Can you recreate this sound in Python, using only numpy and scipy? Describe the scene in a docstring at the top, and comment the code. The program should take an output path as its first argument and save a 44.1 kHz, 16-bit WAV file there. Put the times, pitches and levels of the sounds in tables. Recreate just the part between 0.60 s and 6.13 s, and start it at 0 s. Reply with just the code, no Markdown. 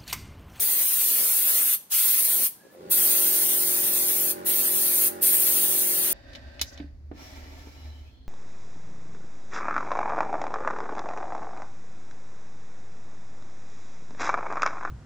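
"""A compressed-air spray gun paints a steel frame in a walled yard, over faint outdoor air.
The first of five hissing bursts is already under way; in the first two, a rumble on the steel comes and goes.
Near 2 s a piston compressor rattles, shudders up to speed and hums on to the right.
Three more bursts follow over a steadier rumble, the last still sounding at the end.
Shaped noise makes the jet, echo and air; sine tones tied to a turning shaft, plus noise, make the compressor."""
import sys
import numpy as np
from scipy import signal
from scipy.fft import rfft, irfft, next_fast_len
from scipy.io import wavfile
from scipy.ndimage import uniform_filter1d, map_coordinates

SR = 44100
rng = np.random.default_rng(int(sys.argv[2]) if len(sys.argv) > 2 else 0)


def store_pcm(level_fs):
    """Save levels as 16-bit WAV."""
    pcm = np.round(np.clip(level_fs, -1, 1) * 32767).astype(np.int16)
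    wavfile.write(sys.argv[1], SR, np.atleast_2d(pcm).T)


N = 243873

# trigger pulls: valve opens t/s, squeeze takes t/s, valve closes t/s, settled hiss level/dB,
# settled rush level/dB, hiss surge level/dB, rush surge level/dB, surge sags in t/s,
# closing swell level/dB, opening spit level/dB, rush width level/dB
TRIGGER_PULLS = [(-.1, .02, 1.1455, -21.3, -33.4, -1, -1, .4, .8, 0, -.7),
                 (1.293, 0.033, 1.869, -22.8, -36.5, 4.7, 6, 0.35, 0.5, -3, -1),
                 (2.293, .024, 3.712, -24.3, -35.6, 5.9, 4.8, 0.7, .6, 1.5, 1.2),
                 (3.842, 0.027, 4.477, -24.4, -35.7, 4, 2, .15, 4.8, -1, .6),
                 (4.606, 0.024, 5.665, -24.4, -35.3, 7, 3, 0.49, -1, 0, 1.3)]
# how hard the jet strikes the frame in the first two bursts: t/s, rumble level/dB
FRAME_STRIKE = [(0.02, -48), (0.35, -54.5), (0.65, -47), (0.74, -51.5), (1.012, -48), (1.12, -58.5),
                (1.36, -77), (1.454, -53), (1.85, -46)]
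# the paint fan crosses an edge of the frame: t/s, half width t/s, centre f/Hz, peak level/dB
FRAME_EDGES = [(0.9, .08, 1100, -50), (1.125, .04, 3070, -45), (1.328, 0.025, 5030, -33),
               (1.405, 0.08, 3430, -37), (1.62, .13, 1990, -48), (3.92, 0.051, 3520, -40),
               (4.755, 0.057, 2000, -42.5)]
# the second pull opens with a very wide hiss: t/s, half width t/s, added left-right gain level/dB
WIDE_OPENING = (1.335, .035, 5)
# how strong each pitch is in the noises: f/Hz, relative level/dB
HISS_SPECTRUM = [(3000, -50), (7400, -24), (7900, -14.5), (8300, -7.5), (8900, -3), (9900, -4.3),
                 (10950, -4.7), (11420, -12), (11700, 1.3), (12500, -1.7), (13400, -3.3), (14900, -2.7),
                 (15720, .5), (16300, -60)]
RUSH_SPECTRUM = [(100, -50), (600, -14), (1000, -9), (1800, -4.5), (2700, -3.2), (3400, -1.3), (4000, -1.6),
                 (4550, .7), (4950, -1), (5800, -.7), (6750, 4), (7000, -2), (7500, -1.5), (9000, -5),
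                 (13000, -25)]
RUMBLE_SPECTRUM = [(25, -50), (70, -16.5), (130, -7), (200, -1.5), (300, 1), (550, 1), (850, -5),
                   (1500, -19), (4000, -45)]
CHURN_SPECTRUM = [(25, -28), (50, -14), (100, -12.5), (160, 0), (400, 0.5), (700, -5), (1000, -1),
                  (1900, -5.5), (2800, -15), (5000, -18), (9000, -30.5), (15000, -25)]
YARD_SPECTRUM = [(25, -34), (60, -15), (150, 0.5), (400, -5), (900, -5), (2000, -14), (5000, -14),
                 (15000, -22)]
# how alike left and right are, for near and far sounds: f/Hz, likeness/-1..1
NEAR_LIKENESS = [(30, .75), (130, .92), (300, .82), (600, .55), (1200, .2), (2100, .45), (3000, .12),
                 (4000, 0), (4900, -.45), (6500, -.35), (7600, .1), (9500, .76), (12500, .9), (15500, .78)]
FAR_LIKENESS = [(80, 1), (300, 0.13), (600, -0.53), (1100, -0.75), (1900, 0.22), (4000, -0.16)]
# how long the yard's echo takes to drop 60 dB: f/Hz, t/s
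ECHO_TIMES = [(200, 0.25), (2000, 0.37), (8000, 0.38), (15000, 0.28)]
# compressor tones: multiple of the shaft speed
SHAFT_MULTIPLES = [2, 3, 4, 5, 6, 7, 8, 9, 10, 11, 12, 13, 14, 15, 17, 18, 32]
# strength of each of those tones: relative left level/dB, relative right level/dB
TONE_LEVELS = [(-10, -10), (-26, -26), (-8.5, -7.5), (-5.5, -4), (-22, -5.5), (-2.5, -0.5), (5.6, 6.1),
               (1.5, -7), (-18, -0.5), (-16, -9), (-18, -1), (1.5, 3), (-22, -21), (-10, -24), (-7, -3.5),
               (-22, 0), (-24, -8)]
# cylinder head resonances: centre f/Hz, width f/Hz, relative level/dB (before squaring)
HEAD_RESONANCES = [(396, 140, 0), (526, 56, 0)]
# the valves rattle on the first strokes: t/s, half width t/s, level/dB
VALVE_RATTLE = (2.056, 0.024, -51.5)
# tank and mount resonances shaken in the run-up: f/Hz, width f/Hz, level/dB, from t/s, until t/s
SHAKEN_PARTS = [(605, 22.7, -58, 2.128, 2.178), (522, 12.5, -51.5, 2.138, 2.32),
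                (375, 26.2, -48, 2.166, 2.3), (172.5, 18.3, -54.5, 2.2, 2.33)]
# the unloader valve shuts with a faint puff: t/s, half width t/s, level/dB
UNLOADER_PUFF = (2.137, 0.026, -60)

SPIT_S = 0.035  # the first instant of a pull spits, or chokes on paint
SWELL_S = 0.25  # the hiss changes over this time as the hand swings out at the end of a stroke
RUSH_SWELLS = 0.4  # share of that change, in dB, that the paint fan follows
BLEED_T60_S = 0.1  # the air cap empties once the needle reseats
HISS_PAN_DB, RUSH_PAN_DB = 0.7, 1.4  # left minus right
WIDTH_WANDER_DB = 2.5  # the hiss narrows and widens as the hand sways
GRAZING_DB = -51  # rumble after the strikes, when the jet only grazes the frame
EDGE_SPREAD = 3.6  # frequency ratio from the centre of an edge rush to its skirts
ECHO_DB = -14.5  # echo compared with the gun
YARD_DB = -59.5
# compressor run-up: the speed rises in an S-shape, and the load follows it
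HALF_SPEED_S, SPIN_UP_S = 2.09, 0.085  # halfway up to speed, time scale of the rise
HALF_LOAD_S, LOAD_S = 2.186, 0.14  # half loaded, time scale of the loading and of the fade-in
START_S = 1.86  # middle of the fade-in
START_HZ, RUNNING_HZ = 23, 45.17  # shaft turns per s
HUM_DB, HUM_UNLOADED_DB = -40.7, -25  # hum at full load; change with no load
WHINE_DB, WHINE_UNLOADED_DB = -116.5, -60  # motor whine, likewise: far below hearing
CHATTER_DB = -60.5  # valves once they seat cleanly
STRAIN_S, SWITCH_S = 1.985, 2.15  # the start winding whines from here until its switch opens
STRAIN_DB, STRAIN_HZ = -65, 1720  # typical level of that whine, pitch as the switch opens
STRAIN_RISE_HZ_PER_S, STRAIN_WIDTH_HZ = 500, 32  # its glide and blur
TOP_HZ = 15780  # nothing much is kept above this


def spray_gun():
    """Bright nozzle hiss, the duller rush of the paint fan, and its rumble on the steel."""
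    t = np.arange(N) / SR
    air_flow = hiss_level = rush_level = rush_width_db = 0
    for (on, squeeze, off, hiss_db, rush_db, hiss_surge_db, rush_surge_db,
         sag_s, swell_db, spit_db, width_db) in TRIGGER_PULLS:
        flow, surge, swell, spit = trigger_pull(t, on, squeeze, off, sag_s)
        air_flow = air_flow + flow
        rush_width_db = rush_width_db + flow * width_db
        pull_hiss_db = hiss_db + hiss_surge_db * surge + swell_db * swell + spit_db * spit
        pull_rush_db = rush_db + rush_surge_db * surge + RUSH_SWELLS * swell_db * swell
        hiss_level = hiss_level + flow * amp(pull_hiss_db)
        rush_level = rush_level + flow * amp(pull_rush_db)

    jet = noise(HISS_SPECTRUM, NEAR_LIKENESS, patchy_db=7.5)
    nozzle = glancing(jet, strength=0.19, reach_s=0.007, sway_s=0.0001)
    hiss_width = amp(WIDTH_WANDER_DB * wobble(13)) + bump(*WIDE_OPENING)
    hiss = hiss_level * pan(HISS_PAN_DB) * widen(nozzle, hiss_width)

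    fan = noise(RUSH_SPECTRUM, NEAR_LIKENESS, patchy_db=6.5)
    rush = rush_level * pan(RUSH_PAN_DB) * widen(fan, amp(rush_width_db))

    strike_db = np.interp(t, *np.transpose(FRAME_STRIKE), right=GRAZING_DB)
    rumble_level = air_flow * amp(strike_db + 0.59 * wobble(17))
    rumble = rumble_level * noise(RUMBLE_SPECTRUM, NEAR_LIKENESS, patchy_db=2.5)

    sputter = amp(0.64 * wobble(40) + 0.079 * wobble(230))  # the paint tears off the tip unevenly
    return sputter * (hiss + rush + air_flow * edge_rush()) + rumble


def trigger_pull(t, on, squeeze, off, sag_s):
    """Shapes from 0 to 1: needle valve air flow, surge of stored hose pressure, closing swell, opening spit."""
    opening = np.clip((t - on) / squeeze, 0, 1) ** 2
    bleed = amp(-60 * np.maximum(t - off, 0) / BLEED_T60_S)
    surge = np.exp(-np.maximum(t - on, 0) / sag_s)
    swell = np.exp(-np.maximum(off - t, 0) / SWELL_S)
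    spit = np.exp(-np.maximum(t - on - squeeze, 0) / SPIT_S)
    return opening * bleed, surge, swell, spit


def glancing(x, strength, reach_s, sway_s, count=8):
    """Reflections off frame and ground: drifting delays change the colour, while the power is held even."""
    out = x.copy()
    for delay in rng.uniform(reach_s / 10, reach_s, count):
        when = np.arange(N) - SR * (delay + sway_s * wobble(3))
        out += strength * np.array([map_coordinates(ear, [when], order=3) for ear in x])
    power = uniform_filter1d(np.mean(out ** 2, axis=0), size=2500)
    return out / np.sqrt(np.abs(power) + 1e-9)


def edge_rush():
    """Where the fan crosses an edge of the frame, a broad band of rush flares up."""
    total = 0
    for s, half_width_s, hz, db in FRAME_EDGES:
        band = [(hz / EDGE_SPREAD, -30), (hz, 0), (hz * EDGE_SPREAD, -30)]
        total = total + bump(s, half_width_s, db) * noise(band, NEAR_LIKENESS, patchy_db=1.5)
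    return total


def walls(x):
    """The yard's short echo: noise dying away, at a pace that depends on pitch."""
    hz, t, z = signal.stft(rng.standard_normal((2, SR // 2)), SR, nperseg=256)
    fade = amp(-60 * t / along(ECHO_TIMES, hz)[:, None])
    tail = signal.istft(z * fade, SR, nperseg=256)[1]
    return signal.fftconvolve(x, tail / np.linalg.norm(tail[0]), axes=1)[:, :N]


def compressor(lag_s, churn_db, throb, smear, limp, whine_width_hz):
    """Piston strokes hum on multiples of the shaft speed; air churns in the intake and valves chatter."""
    speed, hum_level, chatter_level, whine_level = run_up()
    shaft = 2 * np.pi * np.cumsum(speed * (1 + 0.00019 * wobble(12))) / SR  # angle in radians
    ears = np.array([shaft - 2 * np.pi * speed * lag_s, shaft])  # left hears it later: it stands right
    hum, ring = 0, ringing_phases()
    for k, (left, right) in zip(SHAFT_MULTIPLES, TONE_LEVELS):
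        # tank and pipes delay the higher tones more, which smears each stroke over the turn
        tone = np.sin(k * ears + ring[k] - smear * k * k)
        hum = hum + amp([[left], [right]]) * amp(0.62 * wobble(7)) * tone
    hum = unit(hum) * (1 + limp * np.cos(shaft / 2))  # loudness sways once every two turns

    stroke = 0.5 + 0.5 * np.cos(2 * shaft)  # two gulps of air a turn
    churn_noise = noise(CHURN_SPECTRUM, FAR_LIKENESS, patchy_db=4.0)
    churn = amp(churn_db) * (1 + throb * (stroke - 0.5)) * churn_noise  # compared with the hum

    slaps = stroke ** 24 * (1 + 6 * rng.standard_normal((2, N)))  # each valve shuts: a knock and a puff
    chatter = chatter_level * unit(filtered(slaps, cylinder_head))

    unsettled = np.clip(speed[-1] - speed, 0, 1)  # the whine is rough until the shaft is up to speed
    flutter = 2 * np.pi * np.cumsum(whine_width_hz * unsettled * wobble(150.6)) / SR
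    whine = whine_level * amp(2 * wobble(9)) * np.sin(40 * shaft + flutter)
    return hum_level * (hum + churn) + chatter + whine + start_up(stroke, throb=0.95)


def run_up():
    """Shaft speed and the gains of hum, chatter and whine as the compressor takes up its load."""
    t = np.arange(N) / SR
    rise = lambda half_s, scale_s: 0.5 + 0.5 * np.tanh((t - half_s) / scale_s)
    running = np.clip((t - START_S) / LOAD_S + 0.5, 0, 1)
    speed = START_HZ + (RUNNING_HZ - START_HZ) * rise(HALF_SPEED_S, SPIN_UP_S)
    load = rise(HALF_LOAD_S, LOAD_S)
    hum = amp(HUM_DB + HUM_UNLOADED_DB * (1 - load))
    chatter = amp(CHATTER_DB) * load + bump(*VALVE_RATTLE)
    whine = amp(WHINE_DB + WHINE_UNLOADED_DB * (1 - load))
    return speed, running * hum, running * chatter, running * whine


def ringing_phases():
    """Tank and pipes ring after each stroke, never before it: the causal phase of every tone."""
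    k = np.abs(np.arange(128) - 64)
    log_gain = np.interp(k, SHAFT_MULTIPLES, np.log(amp(TONE_LEVELS).mean(axis=1)))
    return -signal.hilbert(np.fft.ifftshift(log_gain)).imag


def cylinder_head(hz):
    """The metal head rings around its resonances; squaring the response makes them sharper."""
    response = 0
    for centre, width, db in HEAD_RESONANCES:
        damping = 1j * hz * width
        response = response + amp(db) * damping / (centre ** 2 - hz ** 2 + damping)
    return response ** 2


def start_up(stroke, throb):
    """The start winding whines; the gathering shaft shakes tank and mounts; the unloader valve puffs."""
    t = np.arange(N) / SR
    strain_hz = STRAIN_HZ + STRAIN_RISE_HZ_PER_S * (t - SWITCH_S)
    strain_level = amp(STRAIN_DB + 3.0 * wobble(70)) * gate(STRAIN_S, SWITCH_S, ramp_s=0.08)
    strain = strain_level * blurred_tone(strain_hz, STRAIN_WIDTH_HZ)
    shudder = 0
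    for hz, width_hz, db, start, end in SHAKEN_PARTS:
        shudder = shudder + amp(db) * gate(start, end, ramp_s=0.046) * blurred_tone(hz, width_hz)
    puff = bump(*UNLOADER_PUFF) * noise(HISS_SPECTRUM, FAR_LIKENESS, patchy_db=0.0)
    return strain + (1 + throb * (stroke - 0.5)) * shudder + puff


def yard_air():
    """Faint outdoor air: mostly low, soft noise."""
    return amp(YARD_DB) * noise(YARD_SPECTRUM, NEAR_LIKENESS, patchy_db=-1.0)


def noise(spectrum, alike, patchy_db):
    """Stereo noise of rms 1, with random uneven gain over pitch and time."""
    z = signal.stft(rng.standard_normal((2, N)), nperseg=512)[2]
    field = uniform_filter1d(rng.standard_normal(z.shape[1:]), size=2, axis=0)  # blurred over pitch
    field = uniform_filter1d(field, size=10, axis=1)  # and twice over time
    field = unit(uniform_filter1d(field, size=3, axis=1))
    uneven_gain = amp(patchy_db * np.minimum(field, 0.5))
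    pair = signal.istft(z * uneven_gain, nperseg=512)[1][:, :N]

    def mid_side(hz):
        # likeness 1 is all middle, -1 is all left-right difference
        turn = np.arccos(np.clip(along(alike, hz), -1, 1)) / 2
        return amp(along(spectrum, hz)) * np.array([np.cos(turn), np.sin(turn)])

    mid, side = filtered(pair, mid_side)
    return unit(np.array([mid + side, mid - side]))


def blurred_tone(hz, width_hz):
    """A tone of rms 1 whose pitch flutters over a narrow band."""
    return unit(np.sin(2 * np.pi * np.cumsum(hz + width_hz * wobble(120)) / SR))


def widen(x, side_gain):
    """Scale the left-right difference of a pair; its power stays."""
    mid, side = (x[0] + x[1]) / 2, (x[0] - x[1]) / 2
    power = (np.mean(mid ** 2) + side_gain ** 2 * np.mean(side ** 2)) / np.mean(x ** 2)
    return np.array([mid + side_gain * side, mid - side_gain * side]) / np.sqrt(power)


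def pan(left_minus_right_db):
    """Gains that lean a pair to one side."""
    return amp([[left_minus_right_db / 2], [-left_minus_right_db / 2]])


def bump(s, half_width_s, db):
    """A bell-shaped swell of gain."""
    return amp(db) * np.exp(-((np.arange(N) / SR - s) / half_width_s) ** 2)


def gate(start, end, ramp_s):
    """1 between two times, with soft edges."""
    t = np.arange(N) / SR
    return np.clip(np.minimum(t - start, end - t) / ramp_s + 0.5, 0, 1)


def wobble(rate):
    """A smooth random curve, rate knots a second."""
    return map_coordinates(rng.standard_normal(int(N * rate / SR) + 4), [np.arange(N) * rate / SR])


def filtered(x, response):
    """Reshape the strength of each frequency in x."""
    m = next_fast_len(N + SR // 2)
    return irfft(rfft(x, m) * response(np.fft.rfftfreq(m, 1 / SR)), m)[..., :N]


def along(points, hz):
    """Read (frequency, value) points at any frequency, on a log axis."""
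    f, v = np.transpose(points)
    return np.interp(np.log(hz + 1), np.log(f + 1), v)


def unit(x):
    """Scale to rms 1."""
    return x / np.sqrt(np.mean(x ** 2) + 1e-20)


def amp(db):
    """Decibels to gain."""
    return 10 ** (np.asarray(db) / 20)


def scene():
    """The gun a little to the left with its echo, the compressor to the right, over faint outdoor air."""
    gun = spray_gun()
    machine = compressor(lag_s=0.0005, churn_db=-6.0, throb=0.67, smear=0.17, limp=0.065,
                         whine_width_hz=20.0)
    return gun + amp(ECHO_DB) * walls(gun) + machine + yard_air()


def record(dry):
    """Cut the highest treble, fading out over 160 Hz around the top frequency."""
    return filtered(dry, lambda hz: np.clip((TOP_HZ - hz) / 160 + 0.5, 0, 1))


dry = scene()
out = record(dry)
store_pcm(out)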